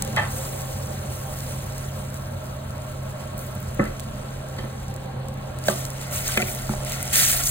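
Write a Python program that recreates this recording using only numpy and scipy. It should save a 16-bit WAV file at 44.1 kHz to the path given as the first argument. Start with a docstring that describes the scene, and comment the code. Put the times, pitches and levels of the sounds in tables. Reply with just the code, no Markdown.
"""Stew simmering under a cooker hood

Close on a pot of thick stew on a gas stove, from a hand-held phone with two microphone ports.
The hood fan hums overhead, its air changing colour as the phone moves in and draws back.
Stew pushed up the hot steel wall sizzles and spits. Dishes and a wooden spoon knock on pot and
stove, the kitchen answers, and near the end the spoon scrapes along the wall."""
import sys
import numpy as np
from scipy import signal
from scipy.fft import rfft, irfft, next_fast_len
from scipy.io import wavfile
from scipy.ndimage import uniform_filter1d, map_coordinates

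SR = 44100
rng = np.random.default_rng(int(sys.argv[2]) if len(sys.argv) > 2 else 0)


def int16_out(signal):
    """Quantize to a 16-bit WAV file."""
    q = np.round(np.clip(np.atleast_2d(signal).T, -1, 1) * 32767)
    wavfile.write(sys.argv[1], SR, q.astype(np.int16))


N = 330750  # 7.5 s

# Smooth spectra of the hood's rumble and rushing air: (frequency [Hz], relative level [dB])
RUMBLE_SPECTRUM = [(12, -50), (30, -35), (55, -5), (70, -5.5), (150, -9.5), (250, -26), (300, -20),
                   (400, -70)]
AIR_SPECTRUM = [(140, -17), (250, -11), (450, -9), (900, -9), (1400, -17.5), (1900, -19.5), (4500, -26),
                (6000, -112), (10000, -120)]
# Low duct resonances: (frequency [Hz], width [Hz], gain [dB])
DUCT_LOW_MODES = [(88.5, 14.5, 3), (99, 5.4, 3.5), (125.7, 6.7, -1.5), (195, 32, -5), (212, 13.7, -3),
                  (245, 16, -10)]
# Higher ones, from two positions: (frequency [Hz], width [Hz], gain at the pot [dB], gain away [dB])
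DUCT_HIGH_MODES = [(303, 7.5, -6, -9.5), (377, 17.6, -6, -6), (530, 28, 1, 4), (611, 27.4, 6, -16.5),
                   (783, 22, -31, 0), (1097, 38, -4, -6), (1330, 93, -6, -13), (1597, 63, -12.5, -14)]
# Where the phone is held: (time [s], distance from the pot [0 near, 1 away])
MIC_DISTANCE = [(0, 0.97), (1.4, 0.45), (2, 0.018), (4.2, 0.029), (4.8, 0.87), (5.3, 1), (5.65, 0.044),
                (7.5, 0.089)]
# Jolts of the hand on the phone: (time [s], level [dB])
HAND_JOLTS = [(3.84, -39), (6.37, -42), (6.75, -34), (7.45, -38)]
# Steady sizzle on the hot wall: (time [s], level [dB])
SIMMER_LEVEL = [(0, -44.5), (.9, -48), (1.6, -46), (2.0, -50.5), (2.4, -53.5), (3.2, -53.5), (3.6, -51),
                (4.9, -54), (5.15, -59.5), (5.5, -54.5), (6.0, -46), (7.5, -41)]
# Fresh stew wets the wall: (start [s], rise [s], hold [s], peak [dB], fade [dB/s],
# extra fine fizz [dB], extra coarse fizz [dB])
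SIZZLE_SURGES = [(0.258, 0.05, 0.053, -40, 16, 5.5, -5), (1.11, 0.024, 0.1, -49, 7.9, 14, -6),
                 (3.36, 0.021, .02, -52.5, 49, 21, -3), (3.54, .03, .06, -67, 27, 21, 0),
                 (5.628, 0.042, 0.037, -32.5, 93, 2.8, -1), (6.08, 0.057, 0.032, -34, 93, 8.3, 0),
                 (6.238, 0.022, 0.089, -33.5, 65, 4, 2.5), (6.428, 0.044, 0.02, -38, 63, 9.4, -3),
                 (6.838, 0.027, 0.034, -38.5, 24, 2, 2.5), (7.0, 0.12, 0.051, -35, 40, 1, 1.5),
                 (7.122, 0.011, 0.02, -22.5, 74, 6, 3.5), (7.141, 0.025, 0.03, -22.5, 68, 9.1, 4),
                 (7.175, 0.02, 0.025, -24.5, 84, 5, 6), (7.235, .02, 0.04, -28, 60, 12, -1),
                 (7.3, 0.028, 0.036, -36, 66, 4.2, 2), (7.415, 0.034, .06, -28, 20, 6.4, -6)]
# Colour of the fizz: (frequency [Hz], relative level [dB])
FIZZ_SPECTRUM = [(600, -3.5), (900, -14), (1350, 7), (1600, 2), (1920, 8), (2300, 5), (2700, 5), (3300, 4),
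                 (4500, 2.5), (6500, 5), (10000, 3.5), (16500, -5.5)]
# The loudest droplets: (time [s], level [dB], pitch [Hz])
LOUD_SPITS = [(0.0223, -7.5, 7500), (0.049, -17, 9470), (0.076, -21.5, 6760), (0.163, -16, 9600),
              (1.1263, -30, 13800), (1.405, -22, 6350), (1.7809, -22, 7900), (2.102, -26, 8210),
              (2.143, -22, 8750), (2.4568, -30, 8220), (2.7067, -31, 6700), (2.7801, -28, 8540),
              (2.8185, -30, 7240), (3.093, -39, 8130), (3.2397, -41, 8000), (3.3793, -20, 13900),
              (3.392, -20, 12700), (3.466, -26, 13300), (3.5518, -24, 14000), (3.6027, -24, 15000),
              (3.6284, -28.5, 13100), (3.7459, -26, 14100), (3.8406, -23.5, 7960), (3.8546, -25, 7300),
              (3.9963, -23.5, 4200), (3.9968, -21, 9000), (4.0034, -24, 6800), (4.1586, -35, 8070),
              (4.487, -30, 7410), (4.8823, -30, 7150), (4.9402, -26, 8140), (4.7288, -41, 8000),
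              (4.9626, -24, 8800), (5.0585, -34, 8000), (5.2561, -39, 8000), (5.2845, -24.5, 7460),
              (5.3399, -32, 8000), (5.5874, -23, 8210), (5.6391, -23, 6520), (5.6744, -31, 6520),
              (5.683, -12.5, 6600), (5.8521, -16, 6980), (5.903, -18.5, 8900), (6.0133, -21, 8750),
              (6.112, -21, 8230), (6.14, -26, 8200), (6.2801, -8, 10200), (6.3365, -14, 8750),
              (6.3747, -8, 8810), (6.419, -14, 7750), (6.549, -14.5, 9630), (6.849, -15, 8250),
              (6.8957, -16, 9560), (6.9205, -15, 7000), (6.9212, -24, 2800), (6.9284, -17, 8140),
              (7.0282, -10, 14100), (7.0539, -19, 8870), (7.0784, -20, 7040), (7.1282, -15, 7660),
              (7.1347, -16, 9530), (7.157, -2, 8420), (7.2334, -7, 9350), (7.247, -8, 9240),
              (7.2644, -15, 8290), (7.316, -6, 9510), (7.3497, -14, 8200), (7.423, -22, 8300),
              (7.437, -6, 8200), (7.472, -6.5, 8250), (7.4924, -16, 7500)]
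# Blows on pot and stove: (time [s], clack peak [dB], clack centre [Hz], clack width [Hz], rattle [s],
# thud peak [dB], push [s], lift of the stove's narrow modes [dB], room send [dB])
BLOWS = [(0.163, -16.5, 2000, 3000, 0.0064, -40, .0006, -3, 2),
         (.168, -11.5, 1930, 450, 0.0065, -31, 0.00065, 0, -10),
         (.177, -11, 1730, 500, 0.0064, -37, 0.00085, 2, -4),
         (.170, -16, 980, 500, 0.016, -25, 0.00049, -4, -1.5),
         (.185, -18, 875, 450, 0.0062, -28.5, 0.0013, -2, -8.5),
         (0.188, -12.5, 1760, 600, 0.0063, -32, 0.0005, -5, -14),
         (0.202, -21, 1550, 500, 0.006, -40, .0009, 0, -10),
         (.212, -22, 1480, 1600, 0.033, -40, 0.00088, 2, -1),
         (3.7945, -14.5, 1960, 400, 0.0069, -25, 0.0012, -3, -11),
         (3.7905, -20, 1290, 397, 0.037, -8, 0.0026, -5.5, -8.5),
         (3.796, -18, 585, 400, 0.0098, -7, 0.0049, -6.5, -9),
         (3.821, -26, 1500, 890, 0.022, -24, 0.0038, 7, -5),
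         (3.849, -30, 1870, 1000, 0.04, -28, 0.0019, 0, -10),
         (4.566, -37, 1500, 3000, 0.028, -37, 0.0021, 0, -4),
         (4.583, -24, 1200, 3500, 0.015, -26, 0.002, 2, -8.5),
         (4.636, -33, 1300, 2000, 0.016, -26, 0.0027, -9, -3.5),
         (5.684, -13, 3200, 3000, 0.005, -40, .001, 0, -14),
         (5.683, -11, 1560, 220, 0.003, -11.5, 0.00074, -6, -34),
         (5.684, -9, 625, 298, 0.0015, -18, 0.0014, 14, -11.5),
         (5.694, -19.5, 1130, 300, 0.013, -18, 0.0022, 8, -9.5),
         (6.288, -20.5, 1390, 700, 0.013, -44, 0.00071, 2, -8),
         (6.3725, -16, 3120, 1500, 0.0033, -42, 0.0011, -2, -20),
         (6.373, -7, 1930, 1190, 0.0033, -16, 0.0015, -16, -19),
         (6.374, -14.5, 630, 300, 0.0033, -16.5, 0.00098, 21, -9.5),
         (6.376, -6, 2330, 300, 0.0033, -40, 0.0017, 0, -28),
         (6.4183, -16, 2610, 2000, 0.004, -31, .002, 0, -18),
         (6.423, -12.5, 2180, 800, 0.0042, -17.5, 0.0019, 1, -24),
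         (6.479, -24, 2260, 300, 0.01, -30, 0.0027, 5, -16),
         (6.692, -16.5, 700, 800, 0.0051, -15.5, 0.0042, -2, -11),
         (6.736, -20.5, 734, 500, 0.0038, -32, 0.00095, -12, -25),
         (6.805, -24, 1180, 2000, 0.0023, -47, 0.0012, 3, -1)]
# Ring of pot and dishes, and of the stove: (frequency [Hz], width [Hz], gain [dB])
POT_MODES = [(590, 190, 3), (806, 150, 2), (1023, 90, -1), (1150, 88, -2), (1316, 43, 6), (1564, 79, -4.5),
             (1766, 64, 5), (1870, 90, -6.5), (1984, 68, 4), (2320, 100, -1.5), (2620, 70, 1.5),
             (3130, 88, 6), (3620, 93, -4), (3860, 72, -12), (4400, 200, 1)]
STOVE_MODES = [(125.7, 17, 5), (210.2, 13, 15), (312, 105, 0.5), (371, 9.4, 18), (435, 30, 8),
               (535, 68, 15), (595, 97, 13.5), (696, 32, 6), (980, 52, -12)]
# Reverberation of the kitchen: (frequency [Hz], time to fall 60 dB [s])
KITCHEN_DECAY = [(150, 0.1), (500, 0.43), (2500, 0.23), (8000, 0.11)]
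# The spoon drags along the wall: (time [s], level [dB])
SCRAPE_LEVEL = [(5.7, -90), (5.75, -54), (6.162, -41), (6.298, -44), (6.372, -33.5), (6.516, -42.5),
                (6.734, -52), (7.0, -40), (7.12, -44), (7.4, -38.5), (7.5, -45)]
# Ring of its wooden blade: (frequency [Hz], width [Hz], gain [dB])
SPOON_MODES = [(713, 100, 8.5), (1400, 110, 5), (2080, 260, 4.5), (3060, 480, -18)]
# How alike the two microphone ports hear: (frequency [Hz], likeness [0-1])
PORT_LIKENESS = [(60, .998), (180, .99), (300, .7), (440, .3), (560, .45), (750, .45), (1000, .35),
                 (2000, .55), (3200, .3), (5000, .85), (16000, .9)]
# Path round the phone: (frequency [Hz], left phase lead [rad])
PORT_LEAD = [(0, 0), (250, .05), (400, .6), (520, -1.8), (650, -.3), (1300, -1.8), (1800, 1.6), (3100, 3),
             (4000, 1.2), (5300, 3.14), (8300, 6.28), (11600, 9.42), (14800, 12.56), (17000, 14)]
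# Balance of the ports: (frequency [Hz], left minus right [dB])
PORT_BALANCE = [(60, 0), (150, -1), (280, -.5), (550, -3.6), (1000, -.5), (2000, .6), (8000, -.1)]

DIRECT = [[1], [0]]  # sources have two rows, direct and scattered; this feeds only the first
SIZZLE_REF_DB = -40  # fizz and small spits follow the sizzle's level relative to this


def amp(db):
    return 10 ** (np.asarray(db) / 20)


def unit_rms(x):
    return x / np.sqrt(np.mean(x ** 2) + 1e-20)


def along(points, hz):
    """Read (frequency, value) points on a log axis."""
    f, values = np.transpose(points)
    return np.interp(np.log(hz + 1), np.log(f + 1), values)


def curve(points):
    """Read (time, value) points at every sample."""
    return np.interp(np.arange(N) / SR, *np.transpose(points))


def wobble(rate):
    """A smooth random curve, rate knots a second."""
    return map_coordinates(rng.standard_normal(int(N * rate / SR) + 4), [np.arange(N) * rate / SR])


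def filtered(x, response):
    """Filter x by a complex response of frequency."""
    m = next_fast_len(N + SR // 2)
    return irfft(rfft(x, m) * response(np.fft.rfftfreq(m, 1 / SR)), m)[..., :N]


def resonance(f, hz, width):
    """One causal resonance, gain 1 at its centre."""
    return 1j * f * width / (hz * hz - f * f + 1j * f * width)


def patchy_noise(depth_db):
    """Two white noises that share patches of random gain."""
    spectra = signal.stft(rng.standard_normal((2, N)), nperseg=512)[2]
    patches = uniform_filter1d(uniform_filter1d(rng.standard_normal(spectra.shape[1:]), 8, 0), 8, 1)
    return signal.istft(spectra * amp(depth_db * unit_rms(patches)), nperseg=512)[1][:, :N]


def draught(spectrum, modes, patchy_db):
    """Steady air noise: a smooth spectrum with the duct's resonances standing on it."""
    def response(f):
        peak_power = sum(np.abs(amp(db) * resonance(f, hz, w)) ** 4 for hz, w, db in modes) ** .5
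        return np.sqrt(amp(along(spectrum, f)) ** 2 + peak_power)
    return unit_rms(filtered(patchy_noise(patchy_db), response))


def rushing_air():
    """The duct's colour cross-fades as the microphone moves to and from the pot."""
    away = np.clip(curve(MIC_DISTANCE), 0, 1)
    near = draught(AIR_SPECTRUM, [(hz, w, db) for hz, w, db, _ in DUCT_HIGH_MODES], patchy_db=1.4)
    far = draught(AIR_SPECTRUM, [(hz, w, db) for hz, w, _, db in DUCT_HIGH_MODES], patchy_db=1.4)
    return np.sqrt(1 - away) * near + np.sqrt(away) * far


def hood():
    """Overhead, the fan's blade tone wavers over duct rumble and air; both start louder and settle."""
    t = np.arange(N) / SR
    blade_db = -35 + wobble(3.6)
    blade_hz = 132.3 + 1.52 * wobble(8)
    tone = amp(blade_db) * np.sqrt(2) * np.sin(2 * np.pi * np.cumsum(blade_hz) / SR)
    rumble_db = -36 + 6.5 * np.exp(-t / .19) - .14 * wobble(3.02)
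    rumble = amp(rumble_db) * draught(RUMBLE_SPECTRUM, DUCT_LOW_MODES, patchy_db=1)
    lift_db = np.clip(2 * (t - 5.1), 0, 1)  # the air is a little louder once stirring begins
    air_db = -39 + 3.5 * np.exp(-t / 1.3) + lift_db - .14 * wobble(2.88)
    return rumble + amp(air_db) * rushing_air() + tone * DIRECT


def handling():
    """The hand-held phone sways: low pressure on both ports alike, with a few short jolts."""
    t = np.arange(N) / SR
    sway = filtered(rng.standard_normal(N), lambda f: resonance(f, hz=39, width=28) ** 2)
    jolts = sum(amp(db) * np.exp(-((t - when) / .11) ** 2) for when, db in HAND_JOLTS)
    sway_db = -45.5 - .5 * wobble(3.67)
    return (amp(sway_db) + jolts) * unit_rms(sway) * DIRECT


def sizzle_levels():
    """Surges swell, hold and fade over the simmer: level, extra fine and extra coarse fizz in dB."""
    t = np.arange(N) / SR
    power = amp(curve(SIMMER_LEVEL)) ** 2
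    tint = np.zeros((2, N))
    for start, rise, hold, db, fade, *extra_db in SIZZLE_SURGES:
        swell = np.clip((t - start) / max(rise, .005), 0, 1) ** 2
        surge = (swell * amp(db - fade * np.maximum(t - start - rise - hold, 0))) ** 2
        power += surge
        tint += np.outer(extra_db, surge)
    return 10 * np.log10(power), *(tint / power)


def bubbles(count=6000, life_cycles=7):
    """Small bubbles ring a few cycles at a rising pitch before they burst."""
    when, pitch, size = rng.random((count, 3)).T[:, :, None]
    t = np.arange(160) / SR
    cycles = 1500 * 8 ** pitch * t  # starting pitches span 1.5 to 12 kHz
    strength = (size + .03) ** -.4 * np.sqrt(8 ** pitch)
    envelope = cycles * np.exp(-3 * cycles / life_cycles) * np.hanning(2 * len(t))[len(t):]
    rings = strength * envelope * np.sin(2 * np.pi * cycles * (1 + .015 * cycles))
    samples = (when * N).astype(int) + np.arange(len(t))
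    return unit_rms(np.bincount(samples.ravel(), rings.ravel(), N + len(t))[:N])


def pops(decay_s=.0006):
    """Larger bubbles burst in clumps, each a puff that starts at once and dies away."""
    chance = 1200 / SR * amp(9.5 * wobble(30))
    sizes = amp(2.5 * np.minimum(rng.exponential(size=N), 3))
    onsets = (rng.random(N) < chance) * sizes
    envelope = signal.lfilter([1], [1, -np.exp(-1 / (decay_s * SR))], onsets)
    return unit_rms(envelope * rng.standard_normal((2, N)))


def sizzle(coarse_below_hz=5200, fine_above_hz=11800):
    """Close by, countless tiny bubbles burst on the hot wall: a hiss with pops and ringing on top."""
    def bands(f):
        low = 1 / (1 + (f / coarse_below_hz) ** 6)
        high = 1 / (1 + (fine_above_hz / (f + 1)) ** 10)
        return amp(along(FIZZ_SPECTRUM, f)) * np.array([(1 - low) * (1 - high), low, high])[:, None]

    level_db, extra_fine_db, extra_coarse_db = sizzle_levels()
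    level_db += wobble(11)  # the level flickers
    coarse_db = -42 + .73 * (level_db - SIZZLE_REF_DB) + extra_coarse_db
    fine_db = -44 + .83 * (level_db - SIZZLE_REF_DB) + extra_fine_db
    crackle = .42 * pops()
    hiss = patchy_noise(depth_db=1.3) * amp(wobble(90))
    ringing = .55 * np.array([bubbles(), bubbles()])
    middle, coarse, fine = filtered(hiss + crackle + ringing, bands)
    return (amp(level_db) * unit_rms(middle) + amp(coarse_db) * unit_rms(coarse)
            + amp(fine_db) * unit_rms(fine))


def spits(small_count=130, pop_at_s=.0007, lift_db=1.5, hiss_t60_s=.012):
    """A droplet bursts on the steel: one sharp pop and a short hiss. Small ones come by chance."""
    out, t = np.zeros((2, N + SR)), np.arange(512) / SR
    f = np.fft.rfftfreq(len(t), 1 / SR)
    when, size, pitch = rng.random((small_count, 3)).T
    sizzle_db = sizzle_levels()[0][(when * N).astype(int)]
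    small_db = -29 + .85 * (sizzle_db - SIZZLE_REF_DB) - 3 * np.log(size + .05)
    small_spits = zip(when * N / SR, small_db, 8800 * (.8 + .7 * pitch))
    for start, db, hz in [*LOUD_SPITS, *small_spits]:
        puff = amp(-13 - 60 * t / hiss_t60_s) * rng.standard_normal((2, len(t)))
        puff[0, round(pop_at_s * SR)] = rng.choice([-1, 1])  # the pop takes the direct path only
        puff = irfft(rfft(puff) * resonance(f, hz, 1.1 * hz) * resonance(f, hz, 2.5 * hz))
        out[:, round(start * SR):][:, :len(t)] += amp(db + lift_db) * puff / np.abs(puff[0]).max()
    return out[:, :N]


def knocks(uneven_db=2, narrow_hz=32):
    """A blow's rough contact rings the pot; its smooth push rings the stove, duller when it is soft."""
    out, t = np.zeros((2, N + SR)), np.arange(2 * (SR // 8)) / SR
    f = np.fft.rfftfreq(len(t), 1 / SR)
    for start, clack_db, centre, width, rattle_s, thud_db, push_s, ring_db, room_db in BLOWS:
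        pot = sum(amp(db + uneven_db * rng.standard_normal()) * resonance(f, hz, w)
                  for hz, w, db in POT_MODES)
        pot += amp(-6)  # dead clatter between the modes
        age = t / max(rattle_s, 5e-4)
        contact = age ** .31 * np.exp(-2 * age * age) * rng.standard_normal(len(t))
        clack = irfft(rfft(contact) * pot * resonance(f, centre, width) ** 2)
        stove = sum((-1) ** k * amp(db + ring_db * (w < narrow_hz)) * resonance(f, hz, w)
                    for k, (hz, w, db) in enumerate(STOVE_MODES))
        push = np.sin(np.pi * np.minimum(t / max(push_s, 3e-4), 1)) ** 2
        thud = -irfft(rfft(push) * stove)
        blow = amp(clack_db) * clack / np.abs(clack).max() + amp(thud_db) * thud / np.abs(thud).max()
        out[:, round(start * SR):][:, :len(t)] += blow * amp([[0], [room_db]])  # far knocks are wetter
    direct, room_send = out[:, :N]
    return direct * DIRECT + kitchen(room_send)


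def kitchen(x):
    """The walls answer about 7 ms later, each frequency dying at its own speed."""
    hz, t, spectra = signal.stft(rng.standard_normal((2, SR // 2)), SR, nperseg=256)
    decay = amp(-60 * t / along(KITCHEN_DECAY, hz)[:, None])
    tail = signal.istft(spectra * decay, SR, nperseg=256)[1]
    delayed = np.pad(x, (300, 0))[None]
    return signal.fftconvolve(delayed, tail / np.linalg.norm(tail[0]), axes=1)[:, :N]


def spoon_scrape(clump_db=4):
    """Wood drags on wet steel: clumped grains ring the spoon's blade."""
    grains = rng.standard_normal(N) * amp(clump_db * wobble(70))
    blade = filtered(grains, lambda f: sum(amp(db) * resonance(f, hz, w) ** 2
                                           for hz, w, db in SPOON_MODES))
    return amp(curve(SCRAPE_LEVEL)) * unit_rms(blade) * DIRECT


def microphone_ports(pair):
    """Direct and scattered sound reach two ports: partly alike, shifted by the path round the phone."""
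    def blend(hz):
        angle = np.arccos(np.clip(along(PORT_LIKENESS, hz), 0, 1)) / 2
        return np.array([np.cos(angle), np.sin(angle)])

    def paths(hz):
        lead = np.interp(hz, *np.transpose(PORT_LEAD))
        left = np.exp(.5j * lead) * amp(along(PORT_BALANCE, hz) / 2)
        return np.array([left, 1 / left])

    direct, scattered = filtered(pair, blend)
    return filtered(np.array([direct + scattered, direct - scattered]), paths)


def scene():
    """Everything at the stove, heard from the phone beside the pot."""
    return microphone_ports(hood() + handling() + sizzle() + spits() + knocks() + spoon_scrape())


def record(dry):
    """The phone rounds off the highest peaks and keeps nothing above its band limit."""
    rounded = dry / (1 + np.abs(dry / .95) ** 4) ** .25
    return filtered(rounded, lambda hz: hz < 15850)


dry = scene()
out = record(dry)
int16_out(out)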